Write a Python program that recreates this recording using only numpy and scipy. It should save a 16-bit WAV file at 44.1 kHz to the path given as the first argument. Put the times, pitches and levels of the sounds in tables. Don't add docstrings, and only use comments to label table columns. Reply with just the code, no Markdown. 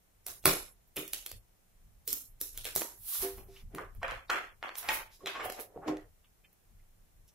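import sys
import numpy as np
from scipy import signal
from scipy.fft import rfft, irfft, next_fast_len
from scipy.io import wavfile
from scipy.ndimage import uniform_filter1d, minimum_filter1d

SR = 44100
rng = np.random.default_rng(int(sys.argv[2]) if len(sys.argv) > 2 else 0)


def wav_out(sig):
    wavfile.write(sys.argv[1], SR, np.round(np.clip(np.atleast_2d(sig).T, -1, 1) * 32767).astype(np.int16))


def invert_db(level):
    return 10 ** (np.asarray(level, dtype=float) / 20)


N = 323694


def unit(x):
    return x / np.sqrt(np.mean(x ** 2) + 1e-20)


def along(points, hz):
    f, v = np.transpose(points)
    return np.interp(np.log(hz + 1), np.log(f + 1), v)


def filtered(x, response):
    n = x.shape[-1]
    m = next_fast_len(n + 2048)
    return irfft(rfft(x, m) * response(np.fft.rfftfreq(m, 1 / SR)), m)[..., :n]


def colour(spectrum):
    return lambda hz: invert_db(along([(1, -120)] + list(spectrum) + [(SR / 2, -120)], hz))


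def paired(two, alike):
    def turn(hz):
        return np.arccos(np.clip(along(alike, hz), -1, 1)) / 2
    mid, side = filtered(two, lambda hz: np.array([np.cos(turn(hz)), np.sin(turn(hz))]))
    return np.array([mid + side, mid - side])


def add(out, sound, s):
    out[:, round(s * SR):][:, :sound.shape[-1]] += sound


# f/Hz, t60/s
ROOM_DECAY = [(200, 0.3), (600, 0.33), (1500, 0.34), (4000, 0.37), (9000, 0.41), (11800, .41),
              (12600, 0.38), (16000, .27)]
# f/Hz, likeness/1
ROOM_COHERENCE = [(60, 0.65), (290, 0.92), (640, 0.24), (1400, 0.016), (3000, 0.0078)]


def room(x):
    hz, t, z = signal.stft(rng.standard_normal((2, SR // 3)), SR, nperseg=256)
    swell = 1 - np.exp(-(t / 0.006) ** 2)
    uneven_db = rng.normal(0, 3, (len(hz), 1)) + rng.normal(0, 1.5, len(t)) + rng.normal(0, 3, z.shape[1:])
    decay_db = -60 * t / along(ROOM_DECAY, hz)[:, None]
    tail = signal.istft(z * swell * invert_db(uneven_db + decay_db), SR, nperseg=256)[1]
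    return signal.fftconvolve(x[None], paired(tail, ROOM_COHERENCE), axes=1)


# f/Hz, level/dB
SLAP_SPECTRUM = [(130, -27), (230, -8), (350, 1.5), (600, -4), (1000, -32)]
# f/Hz, level/dB
FLEX_SPECTRUM = [(300, -30.5), (700, 1.5), (1300, 3), (2300, -0.5), (3300, -9.5), (6000, -44.5)]
# f/Hz, level/dB
EDGE_SPECTRUM = [(1800, -11), (3500, -1), (5000, 0.5), (7500, -4), (11000, -26.5)]
# f/Hz, level/dB
TICK_SPECTRUM = [(5000, -25), (8500, -4.5), (11500, 4.5), (13500, 1.5), (15500, 0.5), (17000, -6)]


def card(x, levels_db):
    parts = (SLAP_SPECTRUM, FLEX_SPECTRUM, EDGE_SPECTRUM, TICK_SPECTRUM)
    return sum(invert_db(db) * unit(filtered(x, colour(part))) for db, part in zip(levels_db, parts))


def shares(hardness, duller_db, brighter_db):
    step = np.arange(4) - hardness
    return -np.maximum(step * brighter_db, -step * duller_db)


def strokes(rows, weights):
    s, rise, fall, db = np.transpose(rows)[:4, :, None]
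    t = np.arange(0, N / SR, .001)
    swing_db = 25
    gains = np.transpose(weights) @ invert_db(db - swing_db * np.maximum((t - s) / fall, (s - t) / rise))
    return np.array([np.interp(np.arange(N) / SR, t, g) for g in gains])


# peak t/s, rise t/s, fall t/s, level/dB
ARM_SHIFTS = [(.3, 0.23, .25, -58), (.45, 0.03, 0.33, -41), (1.22, 0.55, 0.098, -59),
              (1.33, 0.03, 0.17, -46.5), (1.88, 0.2, 0.12, -53.5), (2.0, 0.17, 0.13, -56.5),
              (2.131, 0.14, 0.045, -57), (2.31, 0.21, 0.88, -56.5), (2.57, 0.071, 0.35, -49.5),
              (3.0, 0.021, 0.14, -56), (3.21, 0.049, 0.1, -44.5), (3.37, 0.1, 0.32, -44),
              (3.64, 0.031, 0.39, -44), (3.98, 0.12, 0.42, -46), (4.18, 0.77, 0.026, -49.5),
              (4.31, 0.14, 0.6, -68.5), (4.6, .3, .08, -60), (4.89, .15, 0.45, -54.5),
              (5.46, 0.13, 0.12, -51.5), (5.78, 0.66, 0.67, -79), (6.09, 1, 0.086, -56.5),
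              (6.21, 0.066, 0.22, -70.5), (6.46, .5, 0.14, -68), (6.73, 0.12, 0.31, -54),
              (7.05, .4, 0.12, -62), (7.2, 0.16, 0.21, -56)]
# f/Hz, density/dB per Hz
RUMBLE_SPECTRUM = [(12, -33), (21, 4.5), (43, -2.5), (65, -10), (102, -8), (140, -20), (250, -26),
                   (320, -60.5), (550, -120)]
# f/Hz, density/dB per Hz
HISS_SPECTRUM = [(76, -39.5), (130, -8.5), (173, -1.5), (260, -13), (345, -9.5), (598, -12.5), (748, -12),
                 (1060, -16.5), (1830, -18), (1980, -18), (3730, -22.5), (14900, -18.5), (16800, -46)]


def background():
    rumble = filtered(rng.standard_normal((2, N)), colour(RUMBLE_SPECTRUM))
    rumble = unit(paired(rumble, [(30, .85), (130, .75)]))
    hiss = unit(filtered(rng.standard_normal((2, N)), colour(HISS_SPECTRUM)))
    resting_db, hiss_db = -72.5, -74.5
    arms = invert_db(resting_db) + strokes(ARM_SHIFTS, np.ones((len(ARM_SHIFTS), 1)))[0]
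    return invert_db(-3.5) * arms * rumble + invert_db(hiss_db + 3.5) * hiss


# t/s, sheen level/dB
SHEEN_COURSE = [(.27, 4), (.46, -1.5), (.97, 10), (1.13, -5), (1.3, -6), (2.08, 2.5), (2.13, 10.5),
                (2.41, 6), (2.58, -3.5), (2.65, -7), (2.76, 7.5), (2.82, 2), (3.7, -1.5)]
# f/Hz, level/dB per dB of sheen
SHEEN_TILT = [(1200, 0), (3000, -1), (6000, -0.08), (9000, -0.15), (13000, 0.1), (16000, 0.3)]
DIRECT_DB = [-6, -6.5, -4.5, -1.5]


def snap(out, s, parts_db, walls_db, rebound_db):
    t = np.arange(SR // 50) / SR - .01
    crackle_s, lead_in_s, rebound_s = .0055, .009, .0018
    echo_db = [-30.5, -18.5, -12, -8.5]
    sheen_db = np.interp(s, *np.transpose(SHEEN_COURSE))

    def sheen(hz):
        return invert_db(sheen_db * along(SHEEN_TILT, hz))

    shape = invert_db(np.where(t > 0, -60 * t / crackle_s, -24 + 60 * t / lead_in_s))
    rebound = (t > rebound_s) * invert_db(rebound_db - 60 * (t - rebound_s) / crackle_s)
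    crackle = rng.standard_normal(len(t)) * (shape + rebound)
    direct_db = np.add(parts_db, DIRECT_DB)
    add(out, filtered(card(crackle, direct_db), sheen), s - .01)
    echo = filtered(card(shape * rng.standard_normal(len(t)), direct_db + echo_db), sheen)
    add(out, echo * [[1], [.4]], s + t[0] + 0.0077)
    add(out, echo * [[.6], [-.6]], s + t[0] + .0103)
    impulse = t == t[len(t) // 2]
    add(out, invert_db(-38.5) * room(filtered(card(impulse, parts_db + walls_db), sheen)), s - .009)


# t/s, tick level/dB, weight of cards behind/dB, sent to walls/dB, rebound/dB
THUMB_FLICKS = [(0.265, -36.5, -0.5, 7, 0.5), (0.2826, -43.5, 9.5, 2, 9), (0.4564, -16.5, 10.5, 4, -13),
                (0.967, -35.5, 11, 7, -5), (1.0780, -43, -30, 1.5, 2), (1.1333, -31, -0.5, 2, -0.5),
                (1.2629, -38, 1.5, 1.5, -6), (1.3159, -42.5, 7.5, -5.5, -11), (2.0767, -31.5, -16, 8, 1),
                (2.1289, -27.5, -10, 0.5, -5), (2.4035, -54.5, -5.5, 20, -5), (2.4133, -31, -15, 4, -5.5),
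                (2.5757, -37.5, -2, 2.5, -6), (2.644, -42, -14, 3.5, 1), (2.6527, -38, 8.5, 7.5, -4),
                (2.753, -32.5, -28, 4, -7), (2.7615, -25.5, 3.5, 5, -17), (2.8105, -38.5, 12, 3.5, 2),
                (2.8184, -38.5, 23.5, -7, -14), (3.7493, -47, 19.5, 2, -8), (3.95, -58.5, 12.5, 5, -11),
                (5.4985, -43, 23, -20, 7), (5.5218, -44, 15, 1.5, 4), (5.598, -47.5, 15, -20, -1),
                (6.5292, -61, 7.5, 3.5, -3), (0.9605, -47, 3, -6, 4), (2.069, -60, 0, -6, 1.5),
                (5.263, -54, -12, -6, -12), (4.772, -56.5, -8, -8, -4), (4.784, -42, -9, 5, 1),
                (3.2255, -42, -9, -12, -3), (7.279, -61.5, 3.5, 6, -4)]


def flicks():
    out = np.zeros((2, N + SR))
    close_db, walls_db = np.array([-22.5, -22, -9.5, -4]), np.array([0.9, 0.76, 1.3, 0.34])
    weight_share = np.array([1, 0.95, 0.017, 0])
    for s, db, weight, sent, rebound_db in THUMB_FLICKS:
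        snap(out, s, db + close_db + weight * weight_share, walls_db + sent, rebound_db)
    return out[:, :N]


# t/s, f/Hz, level/dB, t60/s
SPRING_TONES = [(3.7839, 1090, -29.5, .015), (0.4559, 1380, -15, 0.014), (4.905, 555, -39, 0.069),
                (4.298, 4280, -32, 0.026), (0.4586, 1080, -22.5, 0.058), (0.456, 2860, -33.5, 0.042),
                (2.13, 262, -47.5, 0.075), (2.654, 480, -54, 0.029), (2.761, 710, -29.5, 0.011),
                (2.82, 942, -40.5, 0.058), (3.123, 1130, -52.5, 0.09), (4.017, 1070, -42, 0.035),
                (4.031, 690, -34.5, 0.12), (4.031, 1855, -32.5, 0.059), (4.033, 3130, -39, 0.019),
                (4.081, 1323, -31, 0.032), (4.299, 1420, -26, 0.039), (4.358, 1110, -56, 0.027),
                (4.628, 2160, -40.5, 0.043), (4.638, 693, -45, 0.037), (4.888, 883, -32, 0.2),
                (4.89, 1884, -26.5, 0.061), (5.206, 1105, -54.5, 0.12), (5.259, 3950, -25, 0.012),
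                (5.271, 1560, -40, 0.007), (5.291, 2550, -33.5, 0.028), (5.352, 1102, -38, 0.16),
                (5.396, 1190, -34, 0.055), (5.458, 746, -33.5, 0.055), (5.482, 740, -36.5, 0.049),
                (5.545, 743, -45, 0.1), (5.594, 587, -46.5, 0.083), (5.761, 457, -34, 0.034),
                (5.775, 730, -33.5, 0.026), (5.83, 787, -42, 0.058), (5.882, 1072, -38.5, 0.1),
                (0.46, 1450, -31, .03), (.459, 282, -32.5, .06), (0.969, 2646, -39.5, 0.043),
                (2.079, 467, -42, 0.037), (2.414, 424, -42, 0.021), (4.04, 530, -33.5, 0.058),
                (4.12, 518, -38.5, 0.038), (4.305, 1163, -23, 0.027), (4.338, 1630, -26, .02),
                (4.8935, 2480, -19, 0.013), (4.9, 512, -45.5, 0.074), (4.84, 704, -48, 0.036),
                (5.885, 595, -38, 0.07), (5.893, 711, -35, 0.048), (4.685, 4430, -40, 0.011),
                (5.97, 1900, -46, .02), (.27, 687, -49, 0.04)]


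def twangs():
    out, t = np.zeros((2, N + SR)), np.arange(SR // 8) / SR
    rise_s, walls_db = 0.00042, -33.5
    for s, hz, db, t60 in SPRING_TONES:
        ring = invert_db(db - 60 * t / t60) * np.sin(2 * np.pi * hz * t) * (1 - np.exp(-t / rise_s))
        add(out, ring, s)
        add(out, invert_db(walls_db) * room(ring), s)
    return out[:, :N]


# t/s, length/s, level/dB, hardness (0 slap - 3 tick), narrowness/dB a step
SOFT_TOUCHES = [(2.753, .002, -45, 3.5, 9), (.4545, .0015, -40.5, 2, 5), (0.441, 0.00091, -45.5, 0.99, 6),
                (0.879, 0.0051, -62.5, 3, 12), (2.555, 0.016, -59, 2.9, 6.5),
                (3.147, 0.026, -44.5, 2.27, 20), (3.384, 0.0083, -52, 0.06, 7.5),
                (3.372, 0.0075, -56, 3, 21), (3.569, 0.076, -65, 2.32, 8), (4.03, 0.0079, -39, 0.52, 19),
                (4.298, 0.0032, -36, 0.9, 16), (5.136, 0.03, -52.5, 2.44, 26),
                (5.23, 0.025, -57.5, 0.17, 17), (5.358, 0.014, -39.5, 0.78, 17),
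                (5.407, 0.011, -39.5, 1.04, 17.5), (5.446, 0.012, -43.5, 0.97, 13.5)]


def brushes():
    out, u = np.zeros((2, N + SR)), np.arange(-SR // 10, SR // 10) / SR
    for s, length, db, hardness, narrow_db in SOFT_TOUCHES:
        noise = card(rng.standard_normal(len(u)), db + shares(hardness, narrow_db, narrow_db))
        brush = noise * np.exp(-(u / length) ** 2)
        add(out, brush, s + u[0])
        add(out, invert_db(-28.5) * room(brush), s + u[0])
    return out[:, :N]


# f/Hz, level/dB, t60/s
TABLE_MODES = [
    [(81.13, 0.5, 0.084), (139, -2, 0.2), (175, -3.5, 0.26)],
    [(263.1, -8.5, 0.18), (306.4, -2, 0.33)],
    [(389, 2, 0.4), (496, -14, 0.43), (570, -21, .12), (698, -9.5, 0.26), (888, -21.5, 0.34)],
]
# t/s, low modes level/dB, middle level/dB, high level/dB, rise t/s
TABLE_BLOWS = [(.453, -31.5, -35, -36.5, 0.012), (.968, -52, -43.5, -48, 0.0055),
               (2.076, -67.5, -58.5, -66, 0.0079), (2.41, -79, -60.5, -75, 0.0012),
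               (2.651, -81, -68, -71, 0.0032), (2.758, -54.5, -78, -57.5, 0.0019),
               (3.224, -61, -47.5, -42, 0.0043), (3.24, -72, -63, -41.5, 0.0033),
               (3.486, -74, -70, -59.5, 0.00057), (3.737, -50.5, -46, -51.5, 0.0031),
               (5.233, -62.5, -61.5, -51.5, 0.0026), (5.764, -55.5, -59, -57, 0.0041),
               (5.861, -63, -38.5, -62, 0.0077), (5.877, -46, -32, -40, 0.017)]


def knocks():
    out, t = np.zeros((2, N + SR)), np.arange(SR // 2) / SR
    choke_db = 13 * (t / 0.17) ** 4
    for s, *groups_db, rise in TABLE_BLOWS:
        for group_db, modes in zip(groups_db, TABLE_MODES):
            ring = 0
            for hz, level, t60 in modes:
                decay = invert_db(level + rng.normal(0, 0.98) - 60 * t / t60)
                ring = ring + decay * np.sin(2 * np.pi * hz * t)
            add(out, invert_db(group_db + 6.5 - choke_db) * ring * (1 - np.exp(-t / rise)), s)
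    return out[:, :N]


# t/s, length/s, level/dB, f/Hz
EDGE_SQUEAKS = [(0.976, 0.0092, -39, 2860), (3.154, 0.0084, -55, 1150), (3.568, 0.0087, -56.5, 3000),
                (3.791, 0.01, -41, 1270), (5.274, 0.0082, -37, 3230), (5.751, 0.012, -59, 585),
                (5.77, 0.0074, -59, 920), (5.841, 0.018, -51.5, 1100), (6.246, 0.0047, -59, 3220),
                (6.247, 0.0041, -64.5, 1230), (6.271, 0.016, -64.5, 3100), (6.829, 0.0093, -66, 2050),
                (6.45, 0.01, -59, 2600), (6.798, 0.0059, -60, 2090), (7.298, 0.03, -65, 5520),
                (7.288, 0.0096, -68.5, 7520), (7.29, 0.019, -70, 2950)]


def squeaks():
    out, u = np.zeros((2, N + SR)), np.arange(-SR // 10, SR // 10) / SR
    width, skirt_db = 1.36, -7
    for s, length, db, hz in EDGE_SQUEAKS:
        band = [(hz / width, skirt_db), (hz, 0), (hz * width, skirt_db)]
        noise = unit(filtered(rng.standard_normal(len(u)), colour(band)))
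        puff = invert_db(db) * noise * np.exp(-(u / length) ** 2)
        add(out, puff, s + u[0])
        add(out, invert_db(-31.5) * room(puff), s + u[0])
    return out[:, :N]


def rubbing(spectrum, rate, spread_db):
    sizes = invert_db(spread_db * rng.standard_normal((2, N))) * rng.standard_normal((2, N))
    grains = (rng.random((2, N)) < rate / SR) * sizes
    return unit(filtered(unit(grains) + 2.1 * rng.standard_normal((2, N)), colour(spectrum)))


# f/Hz, level/dB
THRUM_SPECTRUM = [(250, -12), (450, 2.5), (750, -3.5), (1100, -15), (1800, -20.5)]
# peak t/s, rise t/s, fall t/s, level/dB, hardness (0 thrum - 3 hiss)
SLIDE_STROKES = [(3.087, 0.046, 0.22, -36.5, 3.5), (3.18, 0.19, 0.22, -40, 3),
                 (3.14, 0.15, 0.17, -32.5, 3.5), (3.228, 0.039, 0.083, -29.5, 3.5),
                 (3.232, 0.042, 0.14, -38, 1.52), (3.818, 0.11, 0.067, -38.5, 0.49),
                 (4.11, 0.22, 0.11, -49, 5), (4.29, 0.053, .2, -63, 6), (4.8, 0.06, 0.23, -60, 4),
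                 (4.85, 0.033, 0.26, -47.5, 1), (4.781, 0.029, 0.09, -31.5, 3.5),
                 (4.945, 0.081, 0.097, -35.5, 3), (5.02, 0.46, 0.023, -44, 1.34),
                 (5.29, .02, 0.065, -55.5, 3.5), (5.391, 0.16, 0.46, -50.5, 0),
                 (5.457, 0.094, 0.046, -39.5, 0.5), (5.452, 0.029, 0.055, -34.5, 3.5),
                 (5.501, 0.01, 0.021, -41, 2.5), (5.52, 0.015, 0.15, -46, 2.5),
                 (5.591, 0.026, 0.07, -37.5, 0.5), (5.606, 0.016, 0.07, -41.5, 3),
                 (5.766, 0.065, 0.18, -27, -1.5), (5.886, 0.046, 0.13, -30.5, 0.35),
                 (5.881, 0.015, 0.072, -44, 2.44)]


def slides():
    layers = np.array([rubbing(THRUM_SPECTRUM, rate=370, spread_db=8),
                       rubbing(FLEX_SPECTRUM, rate=530, spread_db=5),
                       rubbing(EDGE_SPECTRUM, rate=4000, spread_db=1.5),
                       rubbing(TICK_SPECTRUM, rate=5000, spread_db=3)])
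    weights = [invert_db(shares(row[-1], duller_db=13.5, brighter_db=23)) for row in SLIDE_STROKES]
    gains = strokes(SLIDE_STROKES, weights)
    return paired((gains[:, None] * layers).sum(axis=0), [(400, 0.87), (1500, 0.043), (6000, 0.082)])


# t/s, flex level/dB, weight/dB, crispness/dB, sent to walls/dB
PACKET_BENDS = [(3.7839, -43.5, 15.5, -3, -5), (4.0307, -36, -5.5, -4.5, 5), (4.081, -42.5, -13, 2, 10),
                (4.11, -42.5, -9, 4, 7), (4.3, -33, -4, 3, -12), (4.304, -32.5, -1, 6, 7.5),
                (4.3394, -43, 9, -2.5, 9), (4.3584, -37.5, 2, -1, 7), (4.6283, -39, 0.5, -3, 8),
                (4.6918, -40, 0, -8, -3), (4.7548, -51.5, -32, 18, 2.5), (4.8293, -48.5, -3.5, 7, -14.5),
                (4.8884, -32.5, 5.5, 10, 7.5), (4.8914, -35, 4, 6.5, 7), (4.885, -47, 2, 5, -6),
                (5.8808, -45.5, 8, 0.5, -9), (5.26, -42.5, 2.5, 9.5, 11), (5.2724, -42.5, 0.5, 14, 3),
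                (5.7676, -81, 48, -9, -5), (5.7758, -88, 47, 2, 13), (5.97, -63.5, 16.5, 18.5, 5)]


def bends():
    out = np.zeros((2, N + SR))
    close_db, walls_db = np.array([-16.5, 0, -13.5, -27]), np.array([1, 1.5, -7.5, 2.5])
    for s, db, weight, crisp, sent in PACKET_BENDS:
        snap(out, s, db + close_db + [weight, 0, crisp, crisp], walls_db + sent, rebound_db=-10)
    return out[:, :N]


# f/Hz, left minus right level/dB
PAIR_BALANCE = [(90, 8), (300, -1.5), (2500, -1), (5000, -.5), (9000, -5.5), (12500, -3)]


def aimed(x):
    return filtered(x, lambda hz: invert_db(np.outer([.5, -.5], along(PAIR_BALANCE, hz))))


# f/Hz, level/dB
GATE_THRESHOLD = [(200, -73.5), (1000, -59), (4000, -54.5), (9000, -58.5), (14000, -64.5)]


def denoised(x):
    hz, _, z = signal.stft(x, SR, nperseg=512)
    power = np.mean(np.abs(z) ** 2, axis=0)
    power = uniform_filter1d(uniform_filter1d(power, 25, axis=0), 5, axis=1)
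    over = np.abs(power) / invert_db(along(GATE_THRESHOLD, hz)[:, None] - 26.5) ** 2
    over = np.sqrt(over * over.mean(axis=0)) ** 3
    return signal.istft(z * over / (1 + over), SR, nperseg=512)[1][:, :N]


def scene():
    cards = flicks() + twangs() + brushes() + knocks() + squeaks() + slides() + bends()
    return denoised(aimed(cards)) + background()


# f/Hz, level/dB
TREBLE_FLOOR = [(12300, -75), (13000, -43), (13600, -35), (15000, -31), (15800, -23), (16500, -15)]
# f/Hz, level/dB
NEIGHBOUR_FLOOR = [(1800, -60), (2600, -7), (3800, -4.2), (9000, -3.8), (11500, -4.2), (15000, -3.5)]


def spectrally_gated(x):
    hz, _, z = signal.stft(x, SR, nperseg=2048)
    power = np.mean(np.abs(z) ** 2, axis=0)
    narrow, band, wide = [np.abs(uniform_filter1d(power, size=n, axis=0)) for n in (9, 33, 45)]
    midrange = power[(hz > 300) & (hz < 3000)].mean(axis=0)
    strong = band > midrange * invert_db(along(TREBLE_FLOOR, hz)[:, None]) ** 2
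    distinct = narrow > wide * invert_db(along(NEIGHBOUR_FLOOR, hz)[:, None]) ** 2
    kept = minimum_filter1d((strong & distinct) * 1., size=7, axis=0)
    kept = minimum_filter1d(kept, size=2, axis=1)
    return signal.istft(z * kept, SR, nperseg=2048)[1][:, :N]


def band_limit(x):
    return signal.sosfilt(signal.butter(12, 16970, fs=SR, output="sos"), x)


# f/Hz, level/dB
TREBLE_RESPONSE = [(4300, 0), (4750, -2.5), (5200, 0), (7900, 0), (8400, -1.5), (9000, 0), (15700, 0),
                   (16200, -24)]


def record(dry):
    def ports(hz):
        phase = np.minimum(np.pi * hz * 1.1 / SR, .55)
        return invert_db(along(TREBLE_RESPONSE, hz)) * np.exp(np.outer([-1, 1], 1j * phase))

    ceiling = .8
    rounded = dry / (1 + np.abs(dry / ceiling) ** 4) ** .25
    mix = spectrally_gated(filtered(rounded, ports))
    return band_limit(mix)


dry = scene()
out = record(dry)
wav_out(out)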